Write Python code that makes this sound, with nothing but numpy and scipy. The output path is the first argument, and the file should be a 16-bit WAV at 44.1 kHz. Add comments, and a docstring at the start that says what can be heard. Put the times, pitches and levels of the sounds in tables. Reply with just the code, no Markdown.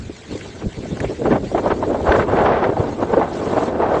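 """Gusty wind buffets a small microphone on a road near an advancing lava flow.
From the start there is a steady hiss and faint crackle, probably from the lava's cooling crust.
In the first second, light gusts flutter over the microphone's opening; large eddies (swirls of air)
land as low thumps, small ones as slaps. Near 1.3 s the wind grows strong and harsh, and until 2.7 s
the hardest eddies break up into spitting clicks. The gusts keep coming until the end, at 4 s."""
import sys
import numpy as np
from scipy import signal
from scipy.fft import rfft, irfft, next_fast_len
from scipy.io import wavfile
from scipy.ndimage import uniform_filter1d, minimum_filter1d

SR = 44100
rng = np.random.default_rng(int(sys.argv[2]) if len(sys.argv) > 2 else 0)


def transcribe(u):
    """Save the signal u as a 16-bit wav file named by the first command-line argument.

    u: samples, shape (n,) or (channels, n), limited to [-1, 1]; the rate is SR.
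    q: integer samples, one column per channel.
    """
    v = np.clip(np.atleast_2d(u).T, -1, 1)
    q = np.round(v * 32767).astype(np.int16)
    wavfile.write(sys.argv[1], SR, q)


N = 176400  # 4 seconds
TREBLE_LIMIT_HZ = 9600


def amp(db):
    """Turns decibels into a number to multiply a sound by."""
    return 10 ** (np.asarray(db) / 20)


def unit(x):
    """Scales a signal to an average strength (rms) of 1."""
    return x / np.sqrt(np.mean(x ** 2) + 1e-20)


def curve(table, column=1):
    """Joins the points of a time table with straight lines, one value per sample."""
    rows = np.array(table)
    return np.interp(np.arange(N) / SR, rows[:, 0], rows[:, column])


def add(mix, start_s, sound):
    """Mixes a sound in at the given time."""
    part = mix[max(round(start_s * SR), 0):][:len(sound)]
    part += sound[:len(part)]


def coloured(x, spectrum):
    """Turns low and high pitches up or down as the table says, then scales to strength 1."""
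    hz, db = np.transpose(spectrum)
    shape_db = np.interp(np.log(np.fft.rfftfreq(N, 1 / SR) + 1), np.log(hz), db)
    return unit(irfft(rfft(x) * amp(shape_db), N))


def noise(spectrum):
    """Noise with the given balance of low and high pitches."""
    return coloured(rng.standard_normal(N), spectrum)


def steady(x, size):
    """Evens out a noise's own swells, averaging over `size` samples."""
    power = uniform_filter1d(uniform_filter1d(x ** 2, size), size)
    return x / np.sqrt(power + 1e-12)


def flutter(rate_hz):
    """A random wobble at roughly the given rate."""
    f = np.fft.rfftfreq(N, 1 / SR) / rate_hz
    return unit(irfft(rfft(rng.standard_normal(N)) * f / (1 + f ** 4), N))


def noise_band(hz, octaves, size):
    """Even noise around one pitch; `octaves` sets how wide it spreads."""
    length = next_fast_len(size + 8192)
    distance = np.log2((np.fft.rfftfreq(length, 1 / SR) + 1) / hz) / octaves
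    band = irfft(rfft(rng.standard_normal(length)) * np.exp(-.5 * distance ** 2), length)
    return steady(band, size=int(2 * SR / hz))[:size]


def patchy(x, rate_hz, depth_db, count=28):
    """Lets each pitch range of a noise waver on its own."""
    hz, spectrum = np.fft.rfftfreq(N, 1 / SR), rfft(x)
    centres = np.linspace(0, TREBLE_LIMIT_HZ, count)
    bands = (irfft(spectrum * np.interp(hz, centres, pick), N) for pick in np.eye(count))
    return sum(band * amp(depth_db * flutter(rate_hz)) for band in bands)


# Tone of the distant hiss: f/Hz, relative level/dB
HISS_TONE = [(60, 2.5), (400, 11), (1000, 0.5), (2000, 5), (4300, 1.5), (5200, -3.5), (6500, -3),
             (7600, -2), (8100, -8), (8700, -17.5)]
# How loud the hiss is over time: t/s, relative level/dB
HISS_LOUDNESS = [(0, -50), (.25, -49), (.37, -44.5), (.47, -46.5), (.58, -49.5), (1.1, -46.5),
                 (1.38, -51.5), (1.47, -47), (1.98, -50.5), (2.06, -47), (2.19, -45), (2.25, -51.5),
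                 (2.45, -50), (2.5, -58), (2.85, -49), (3.27, -52.5), (3.34, -46), (3.68, -44.5),
                 (3.71, -54.5), (3.85, -55.5), (4.0, -47)]
def hiss():
    """A wide, slightly flickering hiss from further off, probably the cooling lava."""
    wavering = patchy(noise(HISS_TONE), rate_hz=11.8, depth_db=3.5)
    flicker_db = 1.05 * flutter(rate_hz=59.6)
    return wavering * amp(4.5 + curve(HISS_LOUDNESS) + flicker_db)


def crack(hz, decay_s, octaves=0.34, size=2048):
    """One brittle snap: fading noise around one pitch, over a weaker click of all pitches."""
    distance = np.log2((np.fft.rfftfreq(size, 1 / SR) + 1) / hz) / octaves
    shape = np.exp(-.5 * distance ** 2) + amp(-30.5)
    fade = np.exp(-np.arange(size) / SR / decay_s)
    snap = irfft(rfft(rng.standard_normal(size)) * shape) * fade
    return snap / abs(snap).max()


# Nearer cracks: t/s, peak level/dB, f/Hz, fade time/s
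NEAR_CRACKS = [(0.378, -31, 3800, 0.0041), (.410, -26.5, 1890, 0.0034), (.623, -27, 1170, 0.0031),
               (0.972, -28, 1490, 0.0034), (1.003, -17.5, 1830, 0.0041), (1.004, -30.5, 6930, .003),
               (1.043, -25.5, 2200, 0.019), (2.389, -32, 2800, .003), (3.666, -42, 5500, 0.011)]
def crackle(snaps_per_s=140, pitches=16):
    """Many tiny snaps at random and a few nearer cracks, probably from the cooling crust."""
    out = np.zeros(N)
    for hz in np.geomspace(1400, 6000, num=pitches):
        strengths = amp(-1.5 * np.minimum(rng.exponential(1, N), 4))
        snaps = strengths * (rng.random(N) < snaps_per_s / pitches / SR)
        out += signal.oaconvolve(snaps, crack(hz, decay_s=0.0018))[:N]
    out = amp(-65.5) * unit(out)
    for s, db, hz, decay_s in NEAR_CRACKS:
        add(out, s, amp(db) * crack(hz, decay_s))
    return out


# Tone of the rumble: f/Hz, relative level/dB
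RUMBLE_TONE = [(28, -17), (55, -1), (90, 1.5), (140, -3), (230, -6.5), (500, -39.5), (2000, -71)]
# How loud the rumble is over time: t/s, level/dB
RUMBLE_LOUDNESS = [(0, -29), (.12, -36.5), (.18, -49), (.33, -39.5), (.74, -40.5), (1.0, -36.5),
                   (1.18, -39), (1.3, -25.5), (1.5, -33), (2.0, -32.5), (2.38, -26), (2.6, -32.5),
                   (3.2, -34.5), (4.0, -34.5)]
def rumble():
    """Churning air at the microphone makes a deep rumble under the gusts."""
    return steady(noise(RUMBLE_TONE), size=3000) * amp(curve(RUMBLE_LOUDNESS))


# Tone of the tearing sound in the strongest gusts: f/Hz, relative level/dB
SPIT_TONE = [(600, -26), (1200, 9), (1800, 7), (2400, -1.5), (3100, -5), (4200, -14.5), (9000, -48)]
# Short spits of that tearing: t/s, level/dB, half length/s
SPIT_EVENTS = [(1.258, -41, 0.017), (1.322, -30, 0.026), (1.58, -35, 0.0058), (1.71, -28.5, 0.012),
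               (2.068, -25, 0.0014), (2.093, -29, 0.0044), (2.117, -27, 0.0054), (2.153, -26, 0.016),
               (2.205, -25, .003), (2.223, -29, 0.019), (2.379, -28, 0.027), (2.462, -22.5, 0.0073),
               (2.551, -30, 0.047), (2.645, -24, 0.011)]
def spits(clicks_per_s=780, click_share=0.69):
    """The hardest eddies break up at the microphone's opening into a quick rasp of sharp clicks."""
    t = np.arange(N) / SR
    swells = sum(amp(db) * np.exp(-((t - s) / half_s) ** 2) for s, db, half_s in SPIT_EVENTS)
    ticks = rng.random(N) < clicks_per_s / SR
    clicks = coloured(ticks * rng.choice([-1, 1], N), SPIT_TONE)
    return swells * (np.sqrt(click_share) * clicks + np.sqrt(1 - click_share) * noise(SPIT_TONE))


# Large eddies hitting the opening: t/s, level/dB, f/Hz, half length/s
LARGE_EDDIES = [(.338, -26.5, 72, 0.022), (.648, -23, 107, 0.014), (0.671, -15.5, 89, .018),
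                (.787, -23, 101, .015), (0.929, -20, 121, 0.026), (1.013, -19.5, 102, .014),
                (1.07, -24, 75.5, 0.027), (1.325, -13.5, 184, 0.026), (1.729, -22, 73.6, 0.0178),
                (2.03, -21, 79, 0.017), (2.096, -12.5, 62, 0.013), (2.803, -15.5, 107, 0.0159)]
def thumps():
    """Each large eddy shakes the microphone's thin membrane with a short, rough, low swell."""
    out = np.zeros(N)
    for s, db, hz, half_s in LARGE_EDDIES:
        t = np.arange(-2 * half_s, 2 * half_s, 1 / SR)
        swell = amp(db) * np.exp(-2 * (t / half_s) ** 2)
        add(out, s - 2 * half_s, swell * noise_band(hz, octaves=0.6, size=16384)[:len(t)])
    return out


# Small, fast eddies hitting the opening: t/s, level/dB, f/Hz, fade time/s
SMALL_EDDIES = [(.096, -21, 362, 0.0095), (.351, -16.5, 350, 0.0068), (.855, -21.5, 590, 0.0051),
                (1.096, -16, 360, 0.0089), (1.218, -11, 430, 0.0041), (1.256, -13, 750, 0.0048),
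                (1.516, -17.5, 500, 0.01), (1.547, -10, 610, 0.011), (1.660, -11, 640, 0.0087),
                (1.71, -29, 1200, 0.0063), (1.826, -16.5, 750, 0.016), (1.945, -13.5, 700, 0.015),
                (2.005, -15.5, 636, 0.0061), (2.089, -7.5, 755, 0.0088), (2.120, -8.5, 1520, 0.0048),
                (2.156, -10.5, 1010, 0.0073), (2.196, -12, 1100, 0.0065), (2.463, -8.5, 1010, 0.0024),
                (2.691, -13.5, 444, 0.014), (2.767, -13.5, 610, 0.012), (3.170, -5.5, 430, 0.012),
                (3.213, -11, 750, 0.012), (3.801, -8, 420, 0.0075)]
def slaps(rise_s=0.0014):
    """Each small eddy hits suddenly, with a higher rasp on top, and quickly dies away."""
    out, t = np.zeros(N), np.arange(4096) / SR
    for s, db, hz, decay_s in SMALL_EDDIES:
        envelope = np.minimum(t / rise_s, 1) * np.exp(-t / decay_s)
        rasp = amp(db - 5) * noise_band(hz * 1.78, octaves=0.55, size=len(t))  # harder hits rasp more
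        body = noise_band(hz, octaves=0.34, size=len(t))
        add(out, s, amp(db) * envelope * (body + rasp))
    return out


# Tones of a dull breeze, a full gust and a gust's harsh edge: f/Hz, relative level/dB
BREEZE_TONE = [(30, -28.5), (100, -11.5), (180, 1), (400, 1), (500, -5), (700, -22), (1100, -34),
               (2500, -55), (9000, -77.5)]
GUST_TONE = [(30, -27), (100, -10.5), (180, -9), (300, -2), (430, 2), (620, -6.5), (850, -23), (1300, -40),
             (2500, -44.5), (9000, -78)]
EDGE_TONE = [(250, -33.5), (500, 6), (750, 8), (1050, 2), (1500, -7), (2100, -16), (2900, -21.5),
             (4200, -32), (6000, -39), (9000, -88)]
# Gusts at the opening: t/s, buffeting level/dB, relative edge level/dB
GUST_LOUDNESS = [(0, -35.5, -56), (.07, -48, -58), (.2, -46.5, -54), (.28, -44, -64), (.3, -31.5, -50),
                 (.35, -28.5, -42), (.40, -41, -61), (.45, -33, -43), (.52, -40.5, -52), (.62, -35, -42.5),
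                 (.66, -25, -49.5), (.73, -49, -51), (.79, -28, -50), (.87, -32.5, -54), (.93, -25.5, -47),
                 (.99, -36.5, -38), (1.01, -24, -41), (1.045, -20, -31.5), (1.075, -32.5, -54),
                 (1.11, -24.5, -38), (1.175, -38, -57), (1.215, -19, -53), (1.24, -27.5, -44),
                 (1.265, -10, -17.5), (1.29, -21, -37.5), (1.325, -13.5, -21), (1.365, -19.5, -24.5),
                 (1.4, -29, -48), (1.46, -25, -50), (1.495, -40, -45), (1.54, -21, -40),
                 (1.555, -13.5, -46), (1.58, -19.5, -18), (1.61, -24, -37), (1.65, -24, -29.5),
                 (1.67, -17.5, -23.5), (1.695, -23.5, -29), (1.715, -14.5, -16.5), (1.745, -26.5, -37),
                 (1.8, -23.5, -41.5), (1.84, -24, -25.5), (1.865, -20.5, -45), (1.9, -17.5, -32),
                 (1.98, -25, -36), (2.035, -23.5, -39), (2.065, -21, -19), (2.12, -15, -20),
                 (2.21, -15.5, -22), (2.26, -26, -36.5), (2.3, -20, -22), (2.34, -15.5, -24),
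                 (2.38, -16.5, -19), (2.49, -19, -17), (2.6, -23, -24.5), (2.65, -19.5, -21),
                 (2.71, -18, -27.5), (2.75, -30, -33.5), (2.81, -18, -28), (2.97, -31, -39),
                 (3.0, -21.5, -32), (3.03, -16.5, -21.5), (3.06, -27.5, -35.5), (3.11, -22.5, -30.5),
                 (3.135, -15, -21), (3.155, -20.5, -25.5), (3.18, -17.5, -29.5), (3.225, -19, -21),
                 (3.265, -30, -30.5), (3.36, -25.5, -34), (3.5, -22, -29), (3.58, -19.5, -21.5),
                 (3.66, -24, -28.5), (3.78, -22.5, -31), (3.815, -19.5, -19), (3.9, -23, -24),
                 (3.945, -19, -17.5), (4.0, -21.5, -28.5)]
def wind(eddy_limit=2.54, changeover_db=-25.5):
    """Air churning over the opening makes buffeting and a harsh edge, shaken by the same eddies."""
    gust_db, edge_db = curve(GUST_LOUDNESS), curve(GUST_LOUDNESS, column=2)
    eddies = eddy_limit * np.tanh(flutter(rate_hz=30.7) / eddy_limit)  # rounds off the biggest swings
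    # As the wind gets louder, its tone slides from breeze to full gust.
    gust_share = .5 + .5 * np.tanh((gust_db - changeover_db) / 3.0)
    churn = np.sqrt(gust_share) * noise(GUST_TONE) + np.sqrt(1 - gust_share) * noise(BREEZE_TONE)
    buffeting = steady(churn, size=600) * amp(gust_db + 2.5 * eddies)
    edge = steady(noise(EDGE_TONE), size=1400) * amp(2 + edge_db + 2 * eddies)
    return buffeting + edge


def scene():
    """Wind on the microphone in front of the hiss and crackle, in one channel."""
    return (wind() + rumble() + thumps() + slaps() + spits() + hiss() + crackle())[None]


# Pitches that the microphone's housing boosts or weakens: f/Hz, width/Hz, level change/dB
HOUSING_TONE = [(647, 10, 2), (1530, 35, 4), (2055, 20, 3), (2520, 48, -3.5), (2936, 49, -3.5)]
def record(dry, peak_limit=0.74):
    """The housing colours the sound, a limiter holds down the peaks, and the top treble is cut."""
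    f = np.fft.rfftfreq(N, 1 / SR)
    housing_db = sum(db * np.exp(-.5 * ((f - hz) / width) ** 2) for hz, width, db in HOUSING_TONE)
    heard = irfft(rfft(dry) * amp(housing_db), N)
    safe_gain = np.minimum(1, peak_limit / (abs(heard[0]) + 1e-9))
    smooth_gain = uniform_filter1d(minimum_filter1d(safe_gain, size=120), size=120)
    treble_cut = signal.firwin(511, TREBLE_LIMIT_HZ, window=("kaiser", 9), fs=SR)
    return signal.oaconvolve(heard * smooth_gain, treble_cut[None], "same")


dry = scene()
out = record(dry)
transcribe(out)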